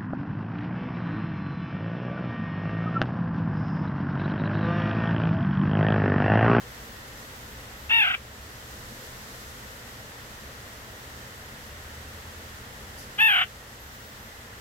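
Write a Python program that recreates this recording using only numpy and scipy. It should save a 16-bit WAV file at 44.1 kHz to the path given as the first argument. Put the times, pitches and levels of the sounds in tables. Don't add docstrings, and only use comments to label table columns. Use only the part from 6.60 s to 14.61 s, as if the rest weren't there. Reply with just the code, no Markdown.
import sys
import numpy as np
from scipy import signal
from scipy.fft import rfft, irfft, next_fast_len
from scipy.io import wavfile
from scipy.ndimage import uniform_filter1d

SR = 44100
rng = np.random.default_rng(int(sys.argv[2]) if len(sys.argv) > 2 else 0)


def log_audio(samples):
    frames = np.atleast_2d(samples).T
    limited = np.clip(frames, -1, 1)
    pcm = np.round(limited * 32767).astype(np.int16)
    wavfile.write(sys.argv[1], SR, pcm)


N = 353108
TIME = np.arange(N) / SR

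# f/Hz, relative level/dB
RUMBLE_SPECTRUM = [(18, -12), (33, -4), (44, -7), (60, 1.5), (80, -2.5), (100, -4), (130, -5), (175, -13),
                   (210, -6), (260, -10.5), (340, -17), (600, -33)]
AIR_SPECTRUM = [(150, -17), (330, -7.5), (480, -0.5), (700, -5), (1000, -4), (1400, -2), (1650, -3),
                (1900, -0.5), (2300, -9), (3100, -8.5), (4500, -16.5), (8000, -33.5)]
HISS_SPECTRUM = [(2000, -25), (3500, -2), (5500, -1), (7800, -2.5), (9200, -8), (10500, -7), (11900, -3),
                 (13000, -7), (14400, -5.5), (15800, -11)]
RUSTLE_SPECTRUM = [(3500, -20), (4800, 3), (8000, -4), (12500, -2), (15000, -16)]
# f/Hz, correlation
STEREO_LIKENESS = [(60, 1), (92, 0.94), (140, 1), (210, 0.9), (330, 0.78), (500, 0.79), (770, 0.53),
                   (1170, -0.32), (1790, -0.16), (2740, 0.075), (4190, -0.073), (6410, 0.031),
                   (9810, 0.032), (15000, -0.021)]
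# t/s, half-width/s, change/dB
WIND_BUFFETS = [(0.38, 0.064, 3), (2.25, 0.12, 2.5), (4.33, 0.057, 1), (4.66, 0.1, 0), (6.15, 0.35, 1),
                (7.64, 0.054, 2.5), (7.8, 0.091, -3)]
# t/s, half-width/s, change/dB
HISS_SURGES = [(0.5, 0.5, 0.5), (2.1, 0.064, 1), (2.6, 0.55, 2.5)]
BACKGROUND_LULLS = [(7.7, 0.61, -1.2)]
# t/s, firing rate/Hz, level/dB
ENGINE_REVS = [(0, 58, -57), (2.4, 71.95, -54), (3.4, 66.5, -66), (5.5, 78.4, -50.5), (6.3, 84.5, -53.5),
               (7, 85, -66), (8, 80, -58)]
# start/s, length/s, f at the ends/Hz, f at the top/Hz, level/dB
WHISTLE_ARCHES = [(0.05, 0.92, 13100, 16500, -65), (1.1, 0.21, 11650, 12600, -61),
                  (4.15, 0.42, 13100, 15900, -65), (7.188, 0.51, 12300, 15600, -63)]
# t/s, level/dB
RUSTLE_PEAKS = [(6.390, -46)]

# start/s, length/s, level/dB, pitch at full effort/Hz, pitch at no effort/Hz,
# effort half-width/s, opening scoop/share of pitch, first quaver crest/s, voice break/s (both from the
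# call's start), release/s, fatigue factor
CALLS = [(1.289, 0.273, -16.5, 918, 734, 0.087, -0.0166, 0.0085, 0.15, 0.013, 1.05),
         (6.578, 0.2748, -15, 890, 750.6, 0.092, 0.14, 0.00976, 0.106, 0.021, 0.447)]
# undertone/dB, rasp/dB, roughening/(1/s), sizzle/dB, sizzle tilt/(dB/octave),
# beak resonance/Hz, voice fed to it/dB, rasp fed to it/dB
CALL_VOICES = [(-13.5, 8, 2.7, -26.5, 13, 3090, -1, 15), (-21.5, -2, 6.3, -20.2, 8, 3400, -6, 18)]
# f/Hz, gain/dB
FIRST_TRACT = [(450, -46), (720, -14.5), (920, -17.5), (1080, -9), (1450, 1.5), (1800, -5.5), (2250, -3.5),
               (2750, 0), (3120, -5), (3500, -9), (3900, -25), (4300, -30), (6500, -49)]
SECOND_TRACT = [(450, -35), (720, -14), (900, -18), (1030, -10), (1250, -0.5), (1500, -0.5), (1780, -2),
                (2180, -5.5), (2650, -1.5), (2950, 3), (3500, -12.5), (3900, -22.5), (4300, -33),
                (6500, -50)]
# f/Hz, relative level/dB
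SIZZLE_SPECTRUM = [(7000, -12), (10000, -16), (11000, -4), (11700, 4), (12800, -16), (14300, -4),
                   (15800, -16)]
# f/Hz, left lead/rad, left minus right/dB
FIRST_MIC_PATH = [(300, 0.25, 0), (800, 0.73, 0.5), (1290, 1.7, -4), (1810, 2.73, 2), (2140, 1.35, 4),
                  (2700, 1.98, 4), (3380, 2.3, -0.5)]
SECOND_MIC_PATH = [(300, 0.25, -2), (800, 0.46, -2), (1250, 1.4, -5), (1650, 2.6, 0.5), (2170, 1.55, 7.5),
                   (2900, 0.96, 2), (3500, 2.08, -2.5)]

HUM_HZ, HUM_DB = 122.7, -57.5
RUMBLE_DB, AIR_DB, HISS_DB = -48.5, -45, -50
GARDEN_T60_S, GARDEN_DB = 0.1, -12.5
EFFORT_PEAK_S, EFFORT_POWER, TIRES_AFTER_S = 0.064, 2.6, 0.131
ATTACK_S, FADE_DB_PER_S = 0.014, 53
QUAVER_HZ, QUAVER_SLOWING_HZ_PER_S = 45.54, 165
QUAVER_DEPTH, TIRED_QUAVER_DEPTH = 0.022, 0.093
THROB_DB, THROB_DB_PER_S = 0.56, 32
ONSET_ROUGH, SETTLE_S, CLEAR_ROUGH = 1, 0.014, 0.035
JITTER, FLUTTER_RADIANS, ROUGH_UNDERTONE = 0.019, 0.73, 0.58
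BREAK_S, BREAK_ROUGH, BREAK_DROP_DB, BREAK_PITCH_DROP = 0.0014, 0.28, 2, 0.035


def from_db(db):
    return 10 ** (np.asarray(db) / 20)


def unit_rms(x):
    return x / np.sqrt(np.mean(x ** 2) + 1e-20)


def at_hz(points, hz):
    f, value = np.transpose(points)
    return np.interp(np.log(hz + 1e-3), np.log(f), value)


def shaped(x, gain):
    size = next_fast_len(x.shape[-1])
    hz = np.arange(size // 2 + 1) * SR / size
    return irfft(rfft(x, size) * gain(hz), size)[..., :x.shape[-1]]


def coloured(x, spectrum):
    (low_hz, low_db), (high_hz, high_db) = spectrum[0], spectrum[-1]
    closed = [(low_hz / 2, low_db - 40), *spectrum, (high_hz * 2, high_db - 40)]
    return shaped(x, lambda hz: from_db(at_hz(closed, hz)))


def ringing(x, spectrum, size=4096):
    hz = np.arange(size // 2 + 1) * SR / size
    cepstrum = irfft(np.log(from_db(at_hz(spectrum, hz))))
    causal = np.r_[cepstrum[0], 2 * cepstrum[1:size // 2]]
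    impulse = irfft(np.exp(rfft(causal, size)))
    return signal.fftconvolve(x, impulse)[:len(x)]


def wander(rate_hz, size=N):
    return unit_rms(shaped(rng.standard_normal(size), lambda hz: 1 / (1 + (hz / rate_hz) ** 2)))


def ramps(t, length_s, attack_s, release_s):
    return np.clip(np.minimum(t / attack_s, (length_s - t) / release_s), 0, 1)


def swells(rows):
    return sum(change_db * np.exp(-((TIME - s) / width_s) ** 2) for s, width_s, change_db in rows)


def ambience(spectrum):
    def likeness(hz):
        return np.clip(at_hz(STEREO_LIKENESS, hz), -.99, .99)

    mid = shaped(rng.standard_normal(N), lambda hz: np.sqrt(1 + likeness(hz)))
    side = shaped(rng.standard_normal(N), lambda hz: np.sqrt(1 - likeness(hz)))
    return unit_rms(coloured(np.array([mid + side, mid - side]), spectrum))


def low_rumble():
    return from_db(RUMBLE_DB + swells(WIND_BUFFETS)) * ambience(RUMBLE_SPECTRUM)


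def open_air():
    air = from_db(AIR_DB) * ambience(AIR_SPECTRUM)
    hiss_db = HISS_DB + swells(HISS_SURGES) + 0.45 * wander(8)
    return air + from_db(hiss_db) * ambience(HISS_SPECTRUM)


def far_engine():
    times, rates, levels = np.transpose(ENGINE_REVS)
    level_db = np.interp(TIME, times, levels) + 3.4 * wander(4.7)
    firing_hz = np.interp(TIME, times, rates) + 1.04 * wander(2.76)
    return np.sqrt(2) * from_db(level_db) * np.sin(2 * np.pi * np.cumsum(firing_hz) / SR)


def electric_hum():
    return np.sqrt(2) * from_db(HUM_DB + 0.57 * wander(4.9)) * np.sin(2 * np.pi * HUM_HZ * TIME)


def whistles(fade_s=0.025, flicker_db=4):
    out = np.zeros(N)
    waver = 1 + 0.0032 * wander(150) + 0.007 * wander(12)
    for start_s, length_s, end_hz, top_hz, level_db in WHISTLE_ARCHES:
        t = TIME - start_s
        hz = end_hz + (top_hz - end_hz) * np.sin(np.pi * t / length_s)
        tone = np.sin(2 * np.pi * np.cumsum(hz * waver) / SR)
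        out += from_db(level_db) * ramps(t, length_s, fade_s, fade_s) * tone
    return out * from_db(flicker_db * wander(14))


def rustle(attack_s=0.025, release_s=0.11):
    envelope = sum(from_db(db) * ramps(TIME - s + attack_s, attack_s + release_s, attack_s, release_s)
                   for s, db in RUSTLE_PEAKS)
    return envelope * ambience(RUSTLE_SPECTRUM)


def garden_scatter(x, gap_s=0.004):
    t = TIME[:SR // 2]
    scatter = rng.standard_normal((2, len(t))) * from_db(-60 * t / GARDEN_T60_S) * (t > gap_s)
    scatter /= np.sqrt(np.sum(scatter ** 2, axis=1, keepdims=True))
    return from_db(GARDEN_DB) * signal.fftconvolve(x, scatter, axes=1)[:, :N]


def at_microphones(x, path):
    path = np.array(path)
    lead, balance = path[:, [0, 1]], path[:, [0, 2]]

    def left_gain(hz):
        return from_db(at_hz(balance, hz) / 2) * np.exp(.5j * at_hz(lead, hz))

    return np.array([shaped(x, left_gain), shaped(x, lambda hz: 1 / left_gain(hz))])


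def gesture(t, length_s, level_db, top_hz, low_hz, width_s, scoop, crest_s, break_s, release_s,
            fatigue, roughening):
    effort = np.exp(-np.abs((t - EFFORT_PEAK_S) / width_s) ** EFFORT_POWER)
    tired_s = np.maximum(t - TIRES_AFTER_S, 0)
    opening = np.exp(-t / ATTACK_S)
    broken = .5 + .5 * np.tanh((t - break_s) / BREAK_S)
    lost_cycles = fatigue * QUAVER_SLOWING_HZ_PER_S * tired_s ** 2 / 2
    quaver = np.cos(2 * np.pi * (QUAVER_HZ * (t - crest_s) - lost_cycles))
    depth = QUAVER_DEPTH + fatigue * TIRED_QUAVER_DEPTH * (1 - effort)
    arch_hz = low_hz + (top_hz - low_hz) * effort
    pitch = arch_hz * (1 - scoop * opening - BREAK_PITCH_DROP * broken + depth * quaver)
    loss_db = BREAK_DROP_DB * broken + FADE_DB_PER_S * fatigue * tired_s
    throb_db = (THROB_DB + THROB_DB_PER_S * fatigue * tired_s) * quaver
    edges = (1 - opening) * np.clip((length_s - t) / release_s, 0, 1)
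    loudness = from_db(level_db - loss_db + throb_db) * edges ** 2
    rough = CLEAR_ROUGH + ONSET_ROUGH * np.exp(-t / SETTLE_S) + BREAK_ROUGH * broken + roughening * tired_s
    return pitch, loudness, np.clip(rough, 0, 1)


def syrinx(pitch, rough, undertone_db):
    size = len(pitch)
    phase = 2 * np.pi * np.cumsum(pitch * (1 + JITTER * rough * wander(250, size))) / SR

    def partial(k):
        slip = FLUTTER_RADIANS * rough * wander(270, size)
        swell = from_db((1 + 2 * rough) * wander(60, size))
        return swell * np.cos(k * phase - k * k / 2 + slip)

    harmonics = sum(partial(k) for k in range(1, 8))
    undertones = sum(partial(k + .5) * min(k / 2, 1) ** 2 for k in range(1, 5))
    buzz = harmonics + (from_db(undertone_db) + ROUGH_UNDERTONE * rough) * undertones
    puffs = (1 + 0.57 * np.cos(phase)) * rng.standard_normal(size)
    return buzz, puffs


def call(row, voicing, tract, beak_width_hz=79):
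    start_s, length_s, *shape = row
    undertone_db, rasp_db, roughening, sizzle_db, tilt_db, beak_hz, beak_db, beak_rasp_db = voicing
    span = (TIME >= start_s) & (TIME < start_s + length_s)
    t = TIME[span] - start_s
    pitch, loudness, rough = gesture(t, length_s, *shape, roughening)
    buzz, puffs = syrinx(pitch, rough, undertone_db)
    voice = ringing(buzz + from_db(rasp_db) * rough * puffs, tract)
    rasp = ringing(rng.standard_normal(len(t)), tract)
    drive = from_db(beak_db) * voice + from_db(beak_rasp_db) * rough * rasp
    voice += signal.lfilter(*signal.iirpeak(beak_hz, beak_hz / beak_width_hz, fs=SR), drive)
    voice /= np.sqrt(uniform_filter1d(voice ** 2, size=300) + 1e-12)
    sizzle = unit_rms(coloured(puffs, [(hz, db + tilt_db * np.log2(hz)) for hz, db in SIZZLE_SPECTRUM]))
    sizzle *= from_db(sizzle_db) * (1 - 0.66 * rough) * np.sqrt(loudness / loudness.max())
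    out = np.zeros(N)
    out[span] = loudness * (voice + sizzle)
    return out


def nuthatch():
    calls = zip(CALLS, CALL_VOICES, (FIRST_TRACT, SECOND_TRACT), (FIRST_MIC_PATH, SECOND_MIC_PATH))
    direct = sum(at_microphones(call(row, voicing, tract), path) for row, voicing, tract, path in calls)
    return direct + garden_scatter(direct)


def scene():
    bird = nuthatch()
    background = low_rumble() + open_air() + far_engine() + electric_hum()
    return from_db(swells(BACKGROUND_LULLS)) * background + whistles() + rustle() + bird


def gain_control(x, threshold_db=-28.5, share=0.18, attack_s=0.073, recovery_db_per_s=3):
    power = uniform_filter1d(np.mean(x ** 2, axis=0), size=882)
    excess_db = np.maximum(10 * np.log10(np.abs(power) + 1e-12) - threshold_db, 0)
    recovery = recovery_db_per_s * TIME
    cut_db = np.maximum.accumulate(share * excess_db + recovery) - recovery
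    pole = np.exp(-1 / (attack_s * SR))
    return x * from_db(-signal.lfilter([1 - pole], [1, -pole], cut_db))


def record(dry):
    lowpass = signal.ellip(12, .1, 90, 15850, fs=SR, output="sos")
    return signal.sosfilt(lowpass, gain_control(dry))


dry = scene()
out = record(dry)
log_audio(out)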